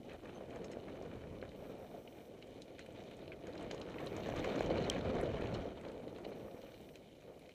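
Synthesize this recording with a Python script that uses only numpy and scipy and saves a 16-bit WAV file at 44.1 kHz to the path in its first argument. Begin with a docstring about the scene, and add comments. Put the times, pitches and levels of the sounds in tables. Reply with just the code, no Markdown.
"""A mountain bike rumbles fast over loose stones, heard from inside a small closed camera housing.
Wind and jolts shake the shell, with deep buffeting below, rustle on top and dull knocks through the mount.
Gravel crunches in grains, and stones tick and scrape, all ringing the shell's modes; one flung stone
cracks on it. A loose metal part jingles and a thin squeak slips by.
Far behind, the electronics hiss, whine and buzz faintly in spells."""
import sys
import numpy as np
from scipy import signal
from scipy.io import wavfile
from scipy.ndimage import uniform_filter1d

SR = 44100
rng = np.random.default_rng(int(sys.argv[2]) if len(sys.argv) > 2 else 0)


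def store_wav(level_fs):
    """Save 16-bit WAV to argv[1]."""
    pcm = np.round(np.clip(np.atleast_2d(level_fs), -1, 1) * 32767)
    wavfile.write(sys.argv[1], SR, pcm.T.astype(np.int16))


N = 332498

# Fader moves of the ride: time_s, rumble_db, rustle_re_rumble_db, crunch_db
RIDE_LEVELS = [(0.0, -55.5, -45, -72), (0.12, -49, -9.5, -65), (0.21, -59, -16, -72),
               (0.25, -49.5, -14, -66.5), (0.78, -47.5, -17, -67), (1.47, -52.5, -16, -68.5),
               (1.97, -50.5, -19.5, -71), (2.01, -54.5, -22, -73), (2.58, -54.5, -20, -68),
               (2.85, -55, -24, -70), (3.0, -49.5, -17, -63), (3.13, -52.5, -22, -67),
               (3.23, -51.5, -18, -68.5), (3.38, -53, -17.5, -69.5), (3.63, -46, -15.5, -63),
               (3.86, -50, -15, -65.5), (3.97, -46, -10.5, -62.5), (4.43, -42, -13, -54.5),
               (4.53, -39.5, -11, -54.5), (4.66, -39.5, -12, -54), (4.71, -38, -18.5, -59.5),
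               (4.86, -37.5, -8.5, -53), (4.96, -42, -10.5, -56), (5.1, -38.5, -15.5, -57.5),
               (5.24, -38.5, -13, -55.5), (5.36, -45.5, -13, -60.5), (5.56, -42, -14.5, -61.5),
               (5.69, -44.5, -20, -63), (5.76, -50, -10, -64.5), (5.94, -48.5, -19, -68),
               (6.47, -49.5, -20, -70), (6.74, -57, -14, -68.5), (6.93, -52.5, -32, -74.5),
               (7.12, -62, -24, -69.5), (7.31, -53, -20, -71.5), (7.54, -59.5, -33, -70)]
# Tone of the shell's rumble: freq_hz, density_db
RUMBLE_SPECTRUM = [(88, -13), (150, -5), (307, -1.5), (382, -1), (462, -2), (533, 1.5), (1050, -29.5),
                   (1430, -26.5), (2420, -120)]
# Tone of the deep wind: freq_hz, density_db
BUFFET_SPECTRUM = [(12, -57), (20, -10.5), (46, -1.5), (81, 2), (220, -3.5), (290, -12.5), (480, -120)]
# Swells of the deep wind: time_s, level_db
GUST_LEVELS = [(0.0, -30), (0.02, -61), (0.92, -58.5), (1.17, -51.5), (2.12, -68), (4.26, -53.5),
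               (4.3, -43.5), (4.51, -51), (4.77, -43), (4.93, -50), (4.98, -44), (5.61, -47), (5.71, -57.5),
               (7.54, -69.5)]
# Tone of the rustle: freq_hz, density_db
RUSTLE_SPECTRUM = [(600, 3), (900, 6), (1300, 4.5), (2000, 0), (3000, -16)]
# Dull blows through the mount: start_s, level_db, pitch_hz
MOUNT_KNOCKS = [(0.083, -45, 472), (0.38, -39, 556), (0.409, -38, 524), (0.427, -49, 550),
                (0.524, -51, 596), (0.616, -41, 368), (0.769, -40, 544), (1.013, -37, 550),
                (1.425, -35, 440), (1.437, -40, 596), (1.625, -39.5, 515), (1.751, -44, 410),
                (2.888, -39.5, 535), (3.227, -39, 493), (3.344, -41, 415), (3.543, -39.5, 540),
                (3.711, -35, 554), (4.14, -43, 420), (4.289, -26.5, 533), (4.338, -29, 590),
                (4.6073, -22, 574), (4.651, -38, 482), (4.692, -31, 565), (4.706, -24.5, 554),
                (4.825, -36, 396), (4.889, -30.5, 534), (4.961, -34, 465), (5.051, -35, 470),
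                (5.203, -43, 397), (5.212, -39, 566), (5.231, -30, 453), (5.276, -32.5, 466),
                (5.422, -30, 444), (5.773, -46, 506), (5.85, -37.5, 427), (6.0, -43, 560),
                (6.072, -39, 470), (6.249, -37, 530), (6.265, -32.5, 470), (6.4275, -41, 550),
                (6.469, -45, 503), (6.48, -46, 593), (6.544, -38, 362)]
# How the shell rings: pitch_hz, crunch_gain_db, t60_s
SHELL_MODES = [(1160, -21, 0.0072), (1790, -31, 0.0031), (2154, -19, 0.0037), (2450, -0.5, 0.0058),
               (3034, -2, 0.0062), (3620, 1, 0.0028), (4020, -16, 0.0067), (5000, -15, 0.0032),
               (5770, -11, 0.0025), (6670, -40, 0.0048), (8000, -40, 0.0029), (8800, -27, 0.0017),
               (10400, -29, 0.0029), (11500, -35, 0.00087), (14000, -36, 0.0016)]
# Stones and small hard parts hitting frame and shell: start_s, body_db, body_hz, clink_db, clink_hz
STONE_TICKS = [(0.0956, -43.5, 2260, -68, 5890), (0.1344, -58, 2330, -65, 8770),
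               (0.2563, -35.5, 1590, -69, 6840), (0.2932, -41.5, 2040, -76, 5150),
               (0.506, -56, 2380, -66, 6620), (0.55, -41, 1670, -71, 6520), (0.5594, -37, 1680, -59, 6700),
               (0.6433, -45, 2430, -52, 5660), (0.7158, -43, 1770, -54, 6750),
               (0.733, -39, 1900, -75, 5660), (1.0234, -62, 2350, -59, 5250),
               (1.1146, -42, 1790, -78, 6810), (1.4148, -45, 3110, -79, 6180),
               (1.4266, -31.5, 1580, -75, 6540), (1.491, -49, 4050, -77, 5060),
               (1.5168, -45, 2080, -76, 5010), (1.752, -54, 3050, -70, 7940),
               (2.0756, -42.5, 2670, -77, 5140), (2.4248, -39, 2920, -77, 5560),
               (2.4714, -67, 1540, -66, 7570), (2.6192, -40, 4050, -58, 7940),
               (2.7832, -42, 2600, -72, 6050), (2.7925, -35, 2070, -53, 6300),
               (2.8073, -45, 2130, -67, 5880), (2.8619, -41.5, 2560, -62, 8520),
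               (2.9234, -64, 3030, -66, 7800), (2.958, -53, 3070, -74, 5890),
               (2.9931, -55, 2330, -77, 6440), (3.0374, -52, 2450, -65, 5630),
               (3.113, -43, 2250, -65, 10500), (3.168, -63, 3000, -64, 7730),
               (3.2784, -42, 3240, -79, 5830), (3.3192, -35, 2160, -80, 5890),
               (3.47, -43, 2350, -56.5, 5890), (3.533, -48, 3600, -72, 6500),
               (3.5534, -36.5, 1650, -63, 6450), (3.5778, -41.5, 3770, -79, 5020),
               (3.6102, -49, 2400, -64, 7940), (3.627, -49, 1570, -60, 8100),
               (3.712, -36.5, 2960, -43.5, 5550), (3.746, -36.5, 1530, -52, 5950),
               (3.7785, -40.5, 2960, -71, 5880), (3.799, -53, 3000, -61, 8000),
               (3.8144, -36.5, 4000, -78, 5130), (3.8984, -71, 3010, -60, 6100),
               (3.9424, -39, 2400, -70, 5020), (3.9838, -34.5, 2260, -72, 5180),
               (4.0054, -60, 3100, -65, 7990), (4.0457, -58, 3000, -65, 7710),
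               (4.062, -50, 2840, -56, 9380), (4.07, -37, 3770, -77, 5140),
               (4.1654, -44, 1560, -49.5, 6150), (4.2512, -39, 1970, -69, 5960),
               (4.2872, -58, 1940, -54, 6650), (4.359, -60, 2200, -60, 7000),
               (4.3644, -53, 2180, -50, 5170), (4.3924, -42, 1570, -55, 5880),
               (4.4448, -24, 1620, -46.5, 5630), (4.5615, -35, 1930, -53, 5930),
               (4.6068, -26, 1650, -51, 6260), (4.6259, -38, 2480, -58, 6680),
               (4.6504, -47, 2010, -64, 6630), (4.6614, -48, 1540, -52, 5940),
               (4.7755, -47, 1550, -64, 5290), (4.8476, -48, 2260, -55, 5670),
               (4.9197, -30, 1900, -68, 6610), (4.936, -36, 2400, -73, 8000),
               (4.9621, -27, 1610, -69, 5850), (5.2024, -45, 2070, -64, 5800),
               (5.212, -34, 1560, -51, 9800), (5.231, -34, 1540, -65, 6750), (5.3735, -46, 1500, -77, 6240),
               (5.411, -58, 3250, -63, 8500), (5.4212, -37, 3000, -74, 5920), (5.44, -34, 1700, -75, 5450),
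               (5.4576, -39, 2400, -75, 5450), (5.471, -38, 2600, -59, 6200), (5.546, -41, 3000, -62, 5400),
               (5.812, -45, 2430, -62.5, 7990), (5.837, -41, 1500, -78, 6000),
               (5.8494, -43, 2300, -75, 6430), (5.8846, -44, 3120, -61, 5550),
               (5.917, -52, 3300, -65, 8480), (6.0796, -42.5, 3100, -75, 5520),
               (6.1619, -42, 2940, -76, 6730), (6.185, -36, 1530, -61, 6240),
               (6.2495, -49, 3860, -75, 5000), (6.469, -49, 1400, -80, 5500), (6.481, -48, 1400, -80, 5500),
               (6.545, -46, 1500, -80, 5500), (6.6174, -47, 2930, -63, 6010), (6.666, -49, 2410, -77, 5810),
               (6.8129, -60, 2500, -64, 8050), (6.889, -45.5, 2530, -73, 5920),
               (6.9558, -43.5, 2800, -58, 6500), (7.222, -47.5, 2290, -77, 6690),
               (7.3932, -52, 3050, -63, 9590), (7.4917, -46, 2260, -63, 5490)]
# Stones grinding for a moment: middle_s, length_s, drive_db, centre_hz
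STONE_SCRAPES = [(.096, 0.017, -54.5, 2270), (.118, .014, -55.5, 2280), (0.262, 0.02, -59, 1890),
                 (0.506, 0.0094, -56, 2650), (0.721, 0.032, -59, 3020), (2.808, 0.043, -57, 3400),
                 (2.967, 0.026, -63, 2560), (3.007, 0.021, -65, 2200), (3.07, 0.029, -63, 2660),
                 (3.244, 0.034, -61, 2600), (3.33, 0.016, -54, 2200), (3.715, 0.022, -47, 2300),
                 (4.407, 0.056, -52.5, 2670), (4.45, 0.031, -49, 2220), (4.59, 0.025, -49.5, 3830),
                 (4.714, 0.03, -51, 2940), (4.78, .024, -48.5, 3080), (4.844, 0.038, -48.5, 3200),
                 (5.525, 0.0096, -58, 3460), (5.55, .018, -50, 3250), (6.251, 0.019, -50.5, 2970),
                 (6.33, 0.024, -63, 3060), (6.477, 0.022, -59, 1700), (6.623, 0.022, -57.5, 2870),
                 (6.671, 0.022, -67, 2620), (6.76, 0.087, -67, 3100), (6.952, 0.036, -60.5, 2760)]
# What the flung stone sets ringing: pitch_hz, peak_db, rise_s
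CRACK_MODES = [(3170, -28, 0.0012), (4070, -34.5, 0.00059), (5780, -26.5, 0.0003), (6500, -35, 0.00042),
               (7940, -31, 0.00037), (9400, -50, 0.00051), (11500, -52, .0003), (14000, -48, .0003)]
# Jolts to the loose metal part: start_s, drive_db
JINGLE_SHAKES = [(.644, -69), (0.716, -69), (5.539, -66)]
# How that part rings: pitch_hz, gain_db, t60_s
JINGLE_MODES = [(5300, 1.5, 0.014), (6500, -0.5, 0.0092), (7630, -2, .008)]
# When the electronics buzz: start_s, end_s
BUZZ_SPANS = [(1.555, 1.73), (1.78, 2.285), (3.95, 4.66), (6.27, 6.31), (6.35, 6.97)]
# Treble bands rung by the current and its noise: centre_hz, width_hz, gain_db, noise_db
BUZZ_BANDS = [(5840, 930, -3.5, -23), (8400, 1200, -6, -16), (11000, 1700, -6, -11),
              (12450, 1000, -0.5, -29), (14000, 1600, -3, -22), (15100, 1000, -3, -20),
              (9700, 600, -14, -20)]
# Tone of the electronic hiss: freq_hz, density_db
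HISS_SPECTRUM = [(3150, -12), (4900, -1), (6050, -4.5), (9000, -6), (12500, -9), (13500, -13), (16100, 5)]

TIME_S = np.arange(N) / SR


def shell_rumble(bumps, jolts_db):
    """Wind and dense little bumps rumble in the shell, surging with the jolts."""
    return shaped_bands(RUMBLE_SPECTRUM, flicker_db=1.2, surge_db=0.5 * jolts_db, drive=bumps)


def wind_buffeting(jolts_db):
    """Gusts lay a deep, swelling low end under the ride."""
    level_db = np.interp(TIME_S, *np.transpose(GUST_LEVELS))
    return from_db(level_db) * shaped_bands(BUFFET_SPECTRUM, flicker_db=0.78, surge_db=0.13 * jolts_db)


def rustle(bumps, jolts_db):
    """The bumps give a grainy midrange that jumps with every jolt."""
    return shaped_bands(RUSTLE_SPECTRUM, flicker_db=1.75, surge_db=jolts_db, drive=bumps)


def mount_knocks(peak_cycles=0.86, length=2000):
    """A quick blow rings the mount for a cycle or two, sinking slightly in pitch."""
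    out = np.zeros(N + length)
    for start_s, level_db, hz in MOUNT_KNOCKS:
        cycles = hz * TIME_S[:length]
        envelope = (cycles / peak_cycles * np.exp(1 - cycles / peak_cycles)) ** 3.3
        i = round(start_s * SR)
        out[i:i + length] += from_db(level_db + 1) * envelope * np.sin(2 * np.pi * cycles ** 0.99)
    return out[:N]


def stone_strikes(chatter_s=0.0017, length=1500):
    """Each stone chatters in the shell modes near its body and clink; scrapes ring the same modes."""
    out, age_s = np.zeros(N), TIME_S[:length]
    grit = grains(per_s=760, spread_db=3.5)
    noise = rng.standard_normal((len(STONE_TICKS), len(SHELL_MODES), length))
    attack = 1 - np.exp(-age_s / 0.00046)
    for mode, (hz, _, t60_s) in enumerate(SHELL_MODES):
        clicks = np.zeros(N + length)
        fade = age_s / chatter_s * (hz / 2240) ** 0.081  # higher modes chatter more briefly
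        envelope = attack * (np.exp(-fade) + 0.14 * np.exp(-fade / 12))
        for tick, (start_s, body_db, body_hz, clink_db, clink_hz) in enumerate(STONE_TICKS):
            body = from_db(body_db - 19.5) * reach(hz, body_hz, drop_db=5.4, octaves=0.43)
            clink = from_db(clink_db - 11.5) * reach(hz, clink_hz, drop_db=3.3, octaves=0.27)
            chatter = noise[tick, mode] * envelope
            chatter[0] = 6 * np.sign(noise[tick, 0, 0])  # first contact hits all modes together
            i = round(start_s * SR)
            clicks[i:i + length] += (body + clink) * chatter
        contacts = clicks[:N] + scrape_swells(hz) * grit
        out += ring(soften(soften(contacts, hz), hz), hz, t60_s)
    return out


def scrape_swells(hz):
    """How hard grinding stones drive one mode: a smooth swell each, strongest near its centre pitch."""
    swells = np.zeros(N)
    for middle_s, length_s, drive_db, centre_hz in STONE_SCRAPES:
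        span = np.arange(round((middle_s - 2 * length_s) * SR), round((middle_s + 2 * length_s) * SR))
        envelope = np.exp(-(2 * (span / SR - middle_s) / length_s) ** 2)
        swells[span] += from_db(drive_db) * reach(hz, centre_hz, drop_db=5.8, octaves=0.45) * envelope
    return swells


def stone_crack(start_s=4.8991, length=2000):
    """A flung stone hits the shell: the high modes flash, the lowest swells as the crack spreads to it."""
    out, age_s, i = np.zeros(N), TIME_S[:length], round(start_s * SR)
    for hz, peak_db, rise_s in CRACK_MODES:
        envelope = age_s / rise_s * np.exp(1 - age_s / rise_s)
        out[i:i + length] += from_db(peak_db) * envelope * np.sin(2 * np.pi * hz * age_s)
    return out


def gravel_crunch(jolts_db):
    """Grit under the tyres, clumped by the jolts; each grain strikes some of the shell's modes."""
    grit = grains(per_s=750 * from_db(0.8 * jolts_db + 2.5 * drift(90)), spread_db=3.5)
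    bed = from_db(-17 + 0.63 * jolts_db) * rng.standard_normal(N)  # the finest grit merges into noise
    out = np.zeros(N)
    for hz, gain_db, t60_s in SHELL_MODES:
        flicker_db = 1.45 * drift(19)  # each mode is fed unevenly
        contacts = grit * (rng.random(N) < 0.65) + bed
        out += from_db(gain_db + flicker_db) * ring(soften(contacts, hz), hz, t60_s)
    return unit_rms(out)


def fine_grit(jolts_db):
    """Sparse tiny grains tick high and dry on the shell."""
    out = np.zeros(N)
    for hz, gain_db, t60_s in (6270, 0, 0.0038), (8300, -10, 0.0042):
        ticks = grains(per_s=120 * from_db(2.1 * jolts_db), spread_db=12)
        out += from_db(gain_db) * ring(soften(ticks, hz), hz, t60_s)
    return from_db(-24) * unit_rms(out)


def metal_jingle(decay_s=0.012):
    """A loose part rattles for a moment and rings at its own pitches."""
    shake = sum(from_db(drive_db) * (TIME_S > start_s) * np.exp(-np.abs(TIME_S - start_s) / decay_s)
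                for start_s, drive_db in JINGLE_SHAKES)
    return sum(from_db(gain_db - 9.5) * ring(shake * rng.standard_normal(N), hz, t60_s)
               for hz, gain_db, t60_s in JINGLE_MODES)


def squeak(start_s=0.332, end_s=0.39, pitch_hz=6260, level_db=-69.5):
    """One thin, fluttering whistle, sinking a little."""
    progress = np.clip((TIME_S - start_s) / (end_s - start_s), 0, 1)
    cycles = np.cumsum(pitch_hz * (1 - 0.017 * progress)) / SR
    return from_db(level_db + 5.4 * drift(120)) * np.sin(np.pi * progress) * np.sin(2 * np.pi * cycles)


def current_buzz(pulse_hz=281, slips_per_s=12, level_db=-77):
    """Current pulses, strong and weak in turn, now and then slipping a step, ring the treble bands."""
    beat = np.floor(np.cumsum(pulse_hz * (1 + 0.0027 * drift(20))) / SR)
    slips = np.cumsum(rng.random(N) < slips_per_s / SR)
    accents = np.where((beat + slips) % 2 < 1, 1, 0.3)
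    pulses = np.diff(beat, prepend=0) * accents * from_db(1.9 * rng.standard_normal(N))
    noise, out = rng.standard_normal(N), np.zeros(N)
    for hz, width_hz, gain_db, noise_db in BUZZ_BANDS:
        t60_s = np.log(1000) / np.pi / width_hz
        band = ring(pulses + from_db(noise_db) * noise, hz, t60_s)
        out += from_db(gain_db) * unit_rms(ring(band, hz, t60_s))  # rung twice for steep flanks
    gate = sum((TIME_S > start_s) & (TIME_S < end_s) for start_s, end_s in BUZZ_SPANS)
    return from_db(level_db) * unit_rms(out) * uniform_filter1d(gate.astype(float), size=300)


def electronic_hiss(hiss_db=-79.5, whine_hz=11149, whine_db=-104):
    """The electronics' noise floor: bright hiss with a hair-thin whine."""
    hiss = from_db(hiss_db) * shaped_bands(HISS_SPECTRUM, flicker_db=0.76, surge_db=0)
    return hiss + from_db(whine_db) * np.sin(2 * np.pi * whine_hz * TIME_S)


def shaped_bands(spectrum, flicker_db, surge_db, drive=None):
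    """Third-octave bands of noise or grains, surging together and flickering alone; rms 1."""
    hz, density_db = np.transpose(spectrum)
    edges = hz[0] * 2 ** np.arange(0, np.log2(hz[-1] / hz[0]) + 0.01, 1 / 3)
    drive = rng.standard_normal((2, N)) if drive is None else drive
    out = np.zeros(N)
    for k, (low, high) in enumerate(zip(edges, edges[1:])):
        bandpass = signal.butter(2, [low, high], "band", fs=SR, output="sos")
        band = signal.sosfilt(bandpass, drive[k % 2])  # neighbours take turns on the two drives
        band_db = np.interp(np.log(low * high) / 2, np.log(hz), density_db)
        out += band * from_db(band_db + surge_db + flicker_db * drift(6.3))
    return unit_rms(out)


def grains(per_s, spread_db):
    """Random clicks, most small, a few large."""
    sizes = from_db(spread_db * np.minimum(rng.exponential(1, N), 4)) * rng.choice([-1, 1], N)
    return sizes * (rng.random(N) < per_s / SR)


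def reach(hz, centre_hz, drop_db, octaves):
    """Bell-shaped gain round a contact's centre pitch, drop_db down at `octaves` away."""
    return from_db(-drop_db * (np.log2(hz / centre_hz) / octaves) ** 2)


def soften(clicks, hz):
    """A contact is not instant: a wide band round the mode takes the edge off."""
    bandpass = signal.butter(1, [hz / 1.5, hz * 1.3], "band", fs=SR, output="sos")
    return signal.sosfilt(bandpass, clicks + 1e-18)


def ring(clicks, hz, t60_s):
    """A unit click sets off a dying sine of height 1."""
    decay, step = from_db(-60 / (t60_s * SR)), 2 * np.pi * hz / SR
    return signal.lfilter([0, np.sin(step)], [1, -2 * decay * np.cos(step), decay ** 2], clicks + 1e-18)


def drift(rate_hz, hop=40):
    """Smooth random modulation: twice low-passed noise, rms 1."""
    pole = np.exp(-2 * np.pi * rate_hz * hop / SR)
    slow = signal.lfilter([1], [1, -2 * pole, pole ** 2], rng.standard_normal(N // hop + 2002))[2000:]
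    return np.interp(np.arange(N) / hop, np.arange(len(slow)), unit_rms(slow))


def from_db(db):
    """Gain of a level in dB."""
    return 10 ** (np.asarray(db) / 20)


def unit_rms(x):
    """Scaled to rms 1."""
    return x / np.sqrt(np.mean(x ** 2) + 1e-20)


def scene():
    """Mono mix: rumble, wind, rustle and gravel share the jolts; hits on top, electronics behind."""
    times_s, *faders = np.transpose(RIDE_LEVELS)
    rumble_db, rustle_db, crunch_db = [np.interp(TIME_S, times_s, fader) for fader in faders]
    jolts_db = 2 * drift(13) + 1.5 * drift(70)
    bumps = np.array([grains(per_s=1500, spread_db=3) for _ in range(2)])
    scuffs = from_db(9.5) * grains(per_s=150, spread_db=4)  # sparser, harder grains
    rumble = from_db(rumble_db) * shell_rumble(bumps, jolts_db)
    wind = wind_buffeting(jolts_db)
    rustling = from_db(rumble_db + rustle_db) * rustle(bumps + scuffs, jolts_db)
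    gravel = from_db(crunch_db) * (gravel_crunch(jolts_db) + fine_grit(jolts_db))
    electronics = current_buzz() + electronic_hiss()
    hits = mount_knocks() + stone_strikes() + stone_crack() + metal_jingle()
    return (rumble + wind + rustling + gravel + hits + squeak() + electronics)[None]


def record(dry, cutoff_hz=15290):
    """Two steep low-passes shave off the very top."""
    top_cut = signal.cheby2(8, 30, 17000, fs=SR, output="sos")
    brick_wall = signal.ellip(12, 0.5, 32, cutoff_hz, fs=SR, output="sos")
    return signal.sosfilt(brick_wall, signal.sosfilt(top_cut, dry))


dry = scene()
out = record(dry)
store_wav(out)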